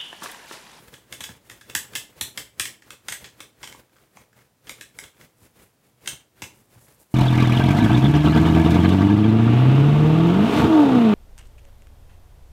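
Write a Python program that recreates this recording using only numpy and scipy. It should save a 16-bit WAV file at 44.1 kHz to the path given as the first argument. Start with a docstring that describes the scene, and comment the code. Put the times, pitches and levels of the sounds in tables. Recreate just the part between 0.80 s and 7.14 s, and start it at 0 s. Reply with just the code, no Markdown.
"""Hand roller on tacky paint

A roller is pushed back and forth over acrylic paint on a work table in a small studio. The rubber drum
rumbles on the table and hisses as the paint film splits behind it. At the turns, and when it is lifted
or set down, the drum clacks in its loose frame and thumps the table; the bare room rings on after each."""
import sys
import numpy as np
from scipy import signal
from scipy.fft import rfft, irfft
from scipy.io import wavfile

SR = 44100
rng = np.random.default_rng(int(sys.argv[2]) if len(sys.argv) > 2 else 0)


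def store_pcm(level_fs):
    """Save levels as 16-bit WAV."""
    pcm = np.round(np.clip(level_fs, -1, 1) * 32767).astype(np.int16)
    wavfile.write(sys.argv[1], SR, np.atleast_2d(pcm).T)


N = 279594
TIME = np.arange(N) / SR

# modes of the roller's handle: pitch_hz, bandwidth_hz, level_db
HANDLE_MODES = [(298, 56, 0.5), (541, 94, -2.5), (863, 220, 2), (1118, 140, -0.5)]
# modes of the frame that holds the drum: pitch_hz, bandwidth_hz, level_db
FRAME_MODES = [(1330, 300, -6), (1690, 130, 0), (1880, 170, -2), (2160, 180, 0), (2380, 240, -3),
               (2630, 260, -1), (3100, 360, -1), (3450, 240, 1), (4030, 300, -3)]


def from_db(db):
    """Amplitude ratio of a level in decibels."""
    return 10 ** (np.asarray(db) / 20)


def rms_one(x):
    """Normalisation to unit rms."""
    return x / np.sqrt(np.mean(x ** 2) + 1e-20)


def at_hz(points, hz):
    """Interpolation of a curve on a logarithmic frequency axis."""
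    freqs, values = np.transpose(points)
    return np.interp(np.log(np.maximum(hz, 1)), np.log(freqs), values)


def octaves(modes, hz):
    """Interval of each mode above a frequency, in octaves."""
    return np.log2(np.array(modes)[:, 0] / hz)


def coloured(x, spectrum):
    """Spectral shaping of a steady texture, at unit rms."""
    gain = from_db(at_hz(spectrum, np.fft.rfftfreq(N, 1 / SR)))
    return rms_one(irfft(rfft(x) * gain, N))


def drift(rate_hz):
    """Random modulation: straight lines between Gaussian values."""
    knots = rng.standard_normal(N // 40)
    return np.interp(TIME * rate_hz, np.arange(len(knots)), knots)


def add(out, start_s, sound):
    """Superposition of a sound at a given time."""
    start = max(round(start_s * SR), 0)
    out[start:start + len(sound)] += sound[:N - start]


def grains(per_s, spread_db):
    """Shot noise: tiny snaps of uneven size at random times."""
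    sizes = from_db(spread_db * np.minimum(rng.exponential(1, N), 4)) * rng.standard_normal(N)
    return sizes * (rng.random(N) < per_s / SR)


def resonate(x, hz, bandwidth_hz):
    """A damped oscillator: two poles, unit gain at the peak."""
    radius = np.exp(-np.pi * bandwidth_hz / SR)
    feedback = [1, -2 * radius * np.cos(2 * np.pi * hz / SR), radius ** 2]
    return signal.lfilter(np.array([1, 0, -1]) * (1 - radius ** 2) / 2, feedback, x + 1e-18)


def strike(force, modes, lift_db=0, vary_db=2.08):
    """Modal superposition: a force excites each mode in a varying share; energy of 5 ms at unit rms."""
    freqs, widths, levels = np.transpose(modes)
    shares = from_db(levels + lift_db + vary_db * rng.standard_normal(len(modes)))
    ring = sum((-1) ** k * shares[k] * resonate(force, freqs[k], widths[k]) for k in range(len(modes)))
    return ring / np.sqrt(np.sum(ring ** 2) / (.005 * SR))


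def rattle(length_s, first_boost=0.67, bounce=.55):
    """Rebound: one sharp contact, then smaller ones, spread by all-pass filters to keep the colour even."""
    force = signal.unit_impulse(4096)
    for share in np.geomspace(.08, .24, 3) * rng.uniform(.7, 1.3, 3):
        feedback = np.zeros(int(share * np.clip(length_s, .001, .02) * SR) + 2)
        feedback[[0, -1]] = 1, bounce * rng.choice([-1, 1])
        force = signal.lfilter(feedback[::-1], feedback, force)
    force[0] += first_boost * np.sign(force[0])
    return force


def room_tone(level_db=-65.5):
    """Ambient noise: the steady quiet of the studio, strongest in the bass."""
    # noise spectrum: frequency_hz, relative_db
    spectrum = [(25, -20), (60, -2), (120, 9), (220, 1.5), (450, -1), (800, -5), (1500, -10.5),
                (4000, -14.5), (16000, -17.5)]
    return from_db(level_db) * coloured(rng.standard_normal(N), spectrum)


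def reverberation(x, gap_s=.0045, build_s=0.00067):
    """Diffuse field: wall echoes build up after a short gap and decay exponentially, treble first."""
    # reverberation time of the studio: frequency_hz, t60_s
    decay_times = [(100, 2.2), (400, 0.95), (1000, 0.3), (3000, 0.28), (8000, 0.24), (16000, 0.23)]
    # echo strength relative to the direct sound: frequency_hz, level_db
    echo_levels = [(100, -9.5), (500, -3.5), (1500, -6.5), (3300, -2.5), (8000, 1.5), (16000, 2)]
    t = TIME[:SR // 2]
    late = np.maximum(t - gap_s, 0)
    white, hz = rfft(rng.standard_normal(len(t))), np.fft.rfftfreq(len(t), 1 / SR)
    edges_hz = np.geomspace(40, 18000, 16)
    response = 0
    for low, high in zip(edges_hz, edges_hz[1:]):
        centre = np.sqrt(low * high)
        fade = (1 - np.exp(-late / build_s)) * from_db(-60 * late / at_hz(decay_times, centre))
        band = irfft(white * ((hz >= low) & (hz < high)), len(t))
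        response += from_db(at_hz(echo_levels, centre)) * band * fade / np.sqrt(np.sum(fade ** 2))
    return signal.fftconvolve(x, response)[:N]


def stroke_envelopes(rise_db_per_s=255, fall_db_per_s=171):
    """Amplitude follows speed: each stroke swells, holds and runs out, and the strongest leads."""
    # pushes and pulls, with the paint's hiss relative to the rumble: centre_s, hold_s, level_db, tack_db
    strokes = [(.09, 0.15, -50.5, -10), (.34, 0.04, -51.5, -16), (0.459, 0.091, -48.5, -11),
               (.73, 0.12, -55, -6.5), (.97, 0.17, -50.5, -18), (1.161, 0.084, -49, -14),
               (1.32, .03, -57.5, -16), (1.421, 0.068, -50, -17), (1.598, .03, -48, -4),
               (1.851, 0.1, -50, -9), (2.108, 0.047, -52.5, -21), (2.31, 0.055, -49, -12),
               (2.44, 0.023, -47.5, -10), (2.608, 0.037, -51.5, -15), (2.9, 0.16, -51.5, -13),
               (3.188, 0.084, -60, -10.5), (3.381, 0.036, -54.5, -8), (3.601, 0.046, -58.5, -11.5),
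               (3.9, 0.036, -49.5, -9.5), (4.01, .03, -52.5, -11), (4.21, 0.076, -53.5, -6),
               (4.418, 0.024, -51.5, -6), (4.635, 0.015, -55, -1), (4.811, .05, -55, -4),
               (5.059, 0.037, -64, -3.5), (5.288, 0.044, -46, -12), (5.63, 0.059, -52.5, -12),
               (5.785, .04, -59.5, 1), (5.95, 0.088, -59, -4.5), (6.02, 0.0194, -61, 6.5),
               (6.109, 0.047, -59.5, 3), (6.21, .02, -59.5, 2.5), (6.335, .02, -59.5, 3.5)]
    effort, tack = np.zeros(N), np.zeros(N)
    for centre_s, hold_s, level_db, tack_db in strokes:
        before_s = np.maximum(centre_s - hold_s / 2 - TIME, 0)
        after_s = np.maximum(TIME - centre_s - hold_s / 2, 0)
        swell = from_db(level_db - rise_db_per_s * before_s - fall_db_per_s * after_s)
        effort = np.maximum(effort, swell)
        tack = np.maximum(tack, swell * from_db(tack_db))
    return effort, tack


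def drum_rumble(effort, gain_db=-0.5, bumpy_db=3.0):
    """Rolling noise: the drum's uneven contact with the table makes a low, fluctuating rumble."""
    # rumble spectrum: frequency_hz, relative_db
    spectrum = [(25, -13.5), (45, -6), (62, 3), (85, -5.5), (120, 4), (170, -2), (250, -3), (500, -3.5),
                (720, -10.5), (1100, -11), (2000, -11.5), (3000, -16), (6000, -21)]
    bumps = from_db(gain_db + bumpy_db * drift(60))
    return effort * bumps * coloured(rng.standard_normal(N), spectrum)


def frame_chatter(effort, gain_db=-16.0, slope_db_per_octave=-11.0, exponent=0.84):
    """Random excitation: light touches of the rolling drum ring mostly the frame's low modes."""
    tilt_db = slope_db_per_octave * octaves(FRAME_MODES, FRAME_MODES[0][0])
    chatter = rms_one(strike(grains(per_s=35, spread_db=0.5), FRAME_MODES, tilt_db))
    shaking = effort.mean() * (effort / effort.mean()) ** exponent   # even gentle rolling ticks
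    return from_db(gain_db) * shaking * chatter


def paint_hiss(tack, gain_db=-3.0, patchy_db=2.5):
    """Film splitting: threads of paint snap behind the drum so densely that they merge into a hiss."""
    # spectrum of the snapping threads: frequency_hz, relative_db
    spectrum = [(1000, 9.5), (2000, -38), (3300, -4.5), (5000, 0), (7000, 5.5), (9500, 7.5), (13000, 6),
                (16000, -1)]
    patches = from_db(gain_db + patchy_db * drift(98))
    return tack * patches * coloured(grains(per_s=9000, spread_db=3.0), spectrum)


def table_thumps(contact_s=0.0031, jolt_s=0.004):
    """Soft impact: the rubber's rounded push drives the table's low modes; the jolt knocks the handle."""
    # the drum landing or bumping on the table: start_s, table_db, handle_db
    landings = [(0.127, -48, -68), (0.405, -44, -44), (0.489, -37.5, -48), (0.951, -38, -37),
                (1.4095, -35.5, -40.5), (1.797, -40.5, -34.5), (2.285, -57, -40), (2.423, -45, -67),
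                (2.603, -53, -44.5), (2.835, -61, -40), (2.947, -59, -44), (3.371, -55, -46),
                (4.616, -49, -58), (5.62, -36, -36.5), (5.957, -44, -57)]
    # modes of the table top: pitch_hz, bandwidth_hz, level_db
    table_modes = [(61, 20, -18), (81, 16, -6), (116, 16, 0.5), (175, 25, 0.5), (231, 28, -5.5)]
    out, t = np.zeros(N), TIME[:8192]
    push = t * np.exp(-t / contact_s)
    for start_s, table_db, handle_db in landings:
        add(out, start_s, from_db(table_db) * strike(push, table_modes))
        add(out, start_s, from_db(handle_db) * strike(rattle(jolt_s), HANDLE_MODES))
    return out


def drum_clacks(full_db=-20, soft_db=-39, snap_s=0.0042, spot_db=6.5, spot_octaves=.17):
    """Hard impact: one rattle rings handle, frame and axle; harder, shorter contacts sound brighter."""
    # knocks in the frame, the struck spot favouring modes near one pitch: start_s, rattle_s, frame_db, spot_hz
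    knocks = [(0.139, .008, -42, 3420), (0.3248, .003, -33, 1960), (0.4062, 0.0052, -33, 1600),
              (0.4135, 0.0022, -41, 3900), (0.439, .006, -31.5, 3600), (0.491, .0024, -42.5, 1670),
              (0.698, .003, -39, 1790), (0.715, 0.0038, -44.5, 1930), (0.811, 0.0083, -44.5, 1580),
              (0.898, .003, -39.5, 2650), (0.9507, .0026, -20, 1780), (1.134, .004, -43, 1280),
              (1.1529, .003, -26, 2000), (1.159, .0044, -27.5, 3320), (1.4109, .0033, -23.5, 3800),
              (1.575, .006, -27.5, 1990), (1.797, .003, -21, 2400), (1.806, .0044, -31.5, 2920),
              (1.854, .0047, -29, 2020), (2.021, 0.0058, -49, 1965), (2.105, .0034, -37.5, 1400),
              (2.2842, .0045, -27.5, 1550), (2.319, .003, -38, 1890), (2.323, .0065, -28, 1940),
              (2.443, .013, -37.5, 1540), (2.604, 0.0041, -37, 1400), (2.83, .007, -35.5, 2100),
              (2.841, .003, -38.5, 2200), (2.874, .004, -38.5, 3620), (2.925, .002, -43, 2200),
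              (3.165, 0.0062, -55.5, 1390), (3.37, .002, -47, 2200), (3.529, 0.0033, -58, 1800),
              (3.589, 0.0045, -57.5, 2100), (3.618, 0.0041, -63, 1600), (3.87, .014, -44, 3270),
              (3.894, .0025, -32.5, 2200), (4.01, .005, -36.5, 1800), (4.188, 0.0016, -33.5, 2100),
              (4.238, .006, -41.5, 3270), (4.411, .004, -48, 2130), (5.259, .0047, -40, 1880),
              (5.275, .004, -24.5, 3320), (5.62, .008, -32, 2360), (5.638, .004, -40, 2500)]
    # modes of the axle: pitch_hz, bandwidth_hz, level_db
    axle_modes = [(4690, 880, -1), (5820, 760, -1), (6055, 230, 4.5), (7100, 850, -1.5), (7860, 200, 4),
                  (8400, 700, -2), (9780, 1100, -7), (10600, 420, -2.5), (12060, 2200, -8.5),
                  (14930, 640, -10.5)]
    axle_band = signal.butter(2, 4200, "high", fs=SR, output="sos")
    frame_band = signal.butter(2, [1100, 5000], "band", fs=SR, output="sos")
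    out = np.zeros(N)
    for start_s, rattle_s, frame_db, spot_hz in knocks:
        force = rattle(rattle_s)
        handle_db = -36.5 + 0.85 * (frame_db - full_db)
        axle_db = -20.5 + 1.216 * (frame_db - full_db)
        handle_lift, frame_lift = (spot_db * np.exp(-(octaves(modes, spot_hz) / spot_octaves) ** 2)
                                   for modes in (HANDLE_MODES, FRAME_MODES))
        # slopes in dB per octave: soft contacts lose treble, and so does the axle in a drawn-out rattle
        frame_slope = 0.72 * min(frame_db - soft_db, 0)
        axle_slope = 0.93 * np.clip(axle_db - frame_db + 2, -10, 2) - 899.5 * max(rattle_s - snap_s, 0)
        frame_lift += frame_slope * octaves(FRAME_MODES, spot_hz)
        axle_lift = axle_slope * octaves(axle_modes, spot_hz)
        frame = from_db(frame_db) * strike(signal.sosfilt(frame_band, force), FRAME_MODES, frame_lift)
        axle = from_db(axle_db) * strike(signal.sosfilt(axle_band, force), axle_modes, axle_lift)
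        handle = from_db(handle_db) * strike(force, HANDLE_MODES, handle_lift)
        add(out, start_s, handle + frame + axle)
    return out


def scene():
    """Superposition of the impacts, their echoes, the rolling drum and the room tone, in mono."""
    impacts = drum_clacks() + table_thumps()
    background = room_tone()
    echoes = reverberation(impacts)
    effort, tack = stroke_envelopes()
    rolling = drum_rumble(effort) + frame_chatter(effort) + paint_hiss(tack)
    return (background + echoes + rolling + impacts)[None]


def record(dry):
    """Band limiting: the microphone sheds the deepest bass, and the top is cut steeply."""
    bass_cut = signal.butter(2, 42, "high", fs=SR, output="sos")
    treble_cut = signal.ellip(10, .2, 80, 15900, fs=SR, output="sos")
    return signal.sosfilt(treble_cut, signal.sosfilt(bass_cut, dry))


dry = scene()
out = record(dry)
store_pcm(out)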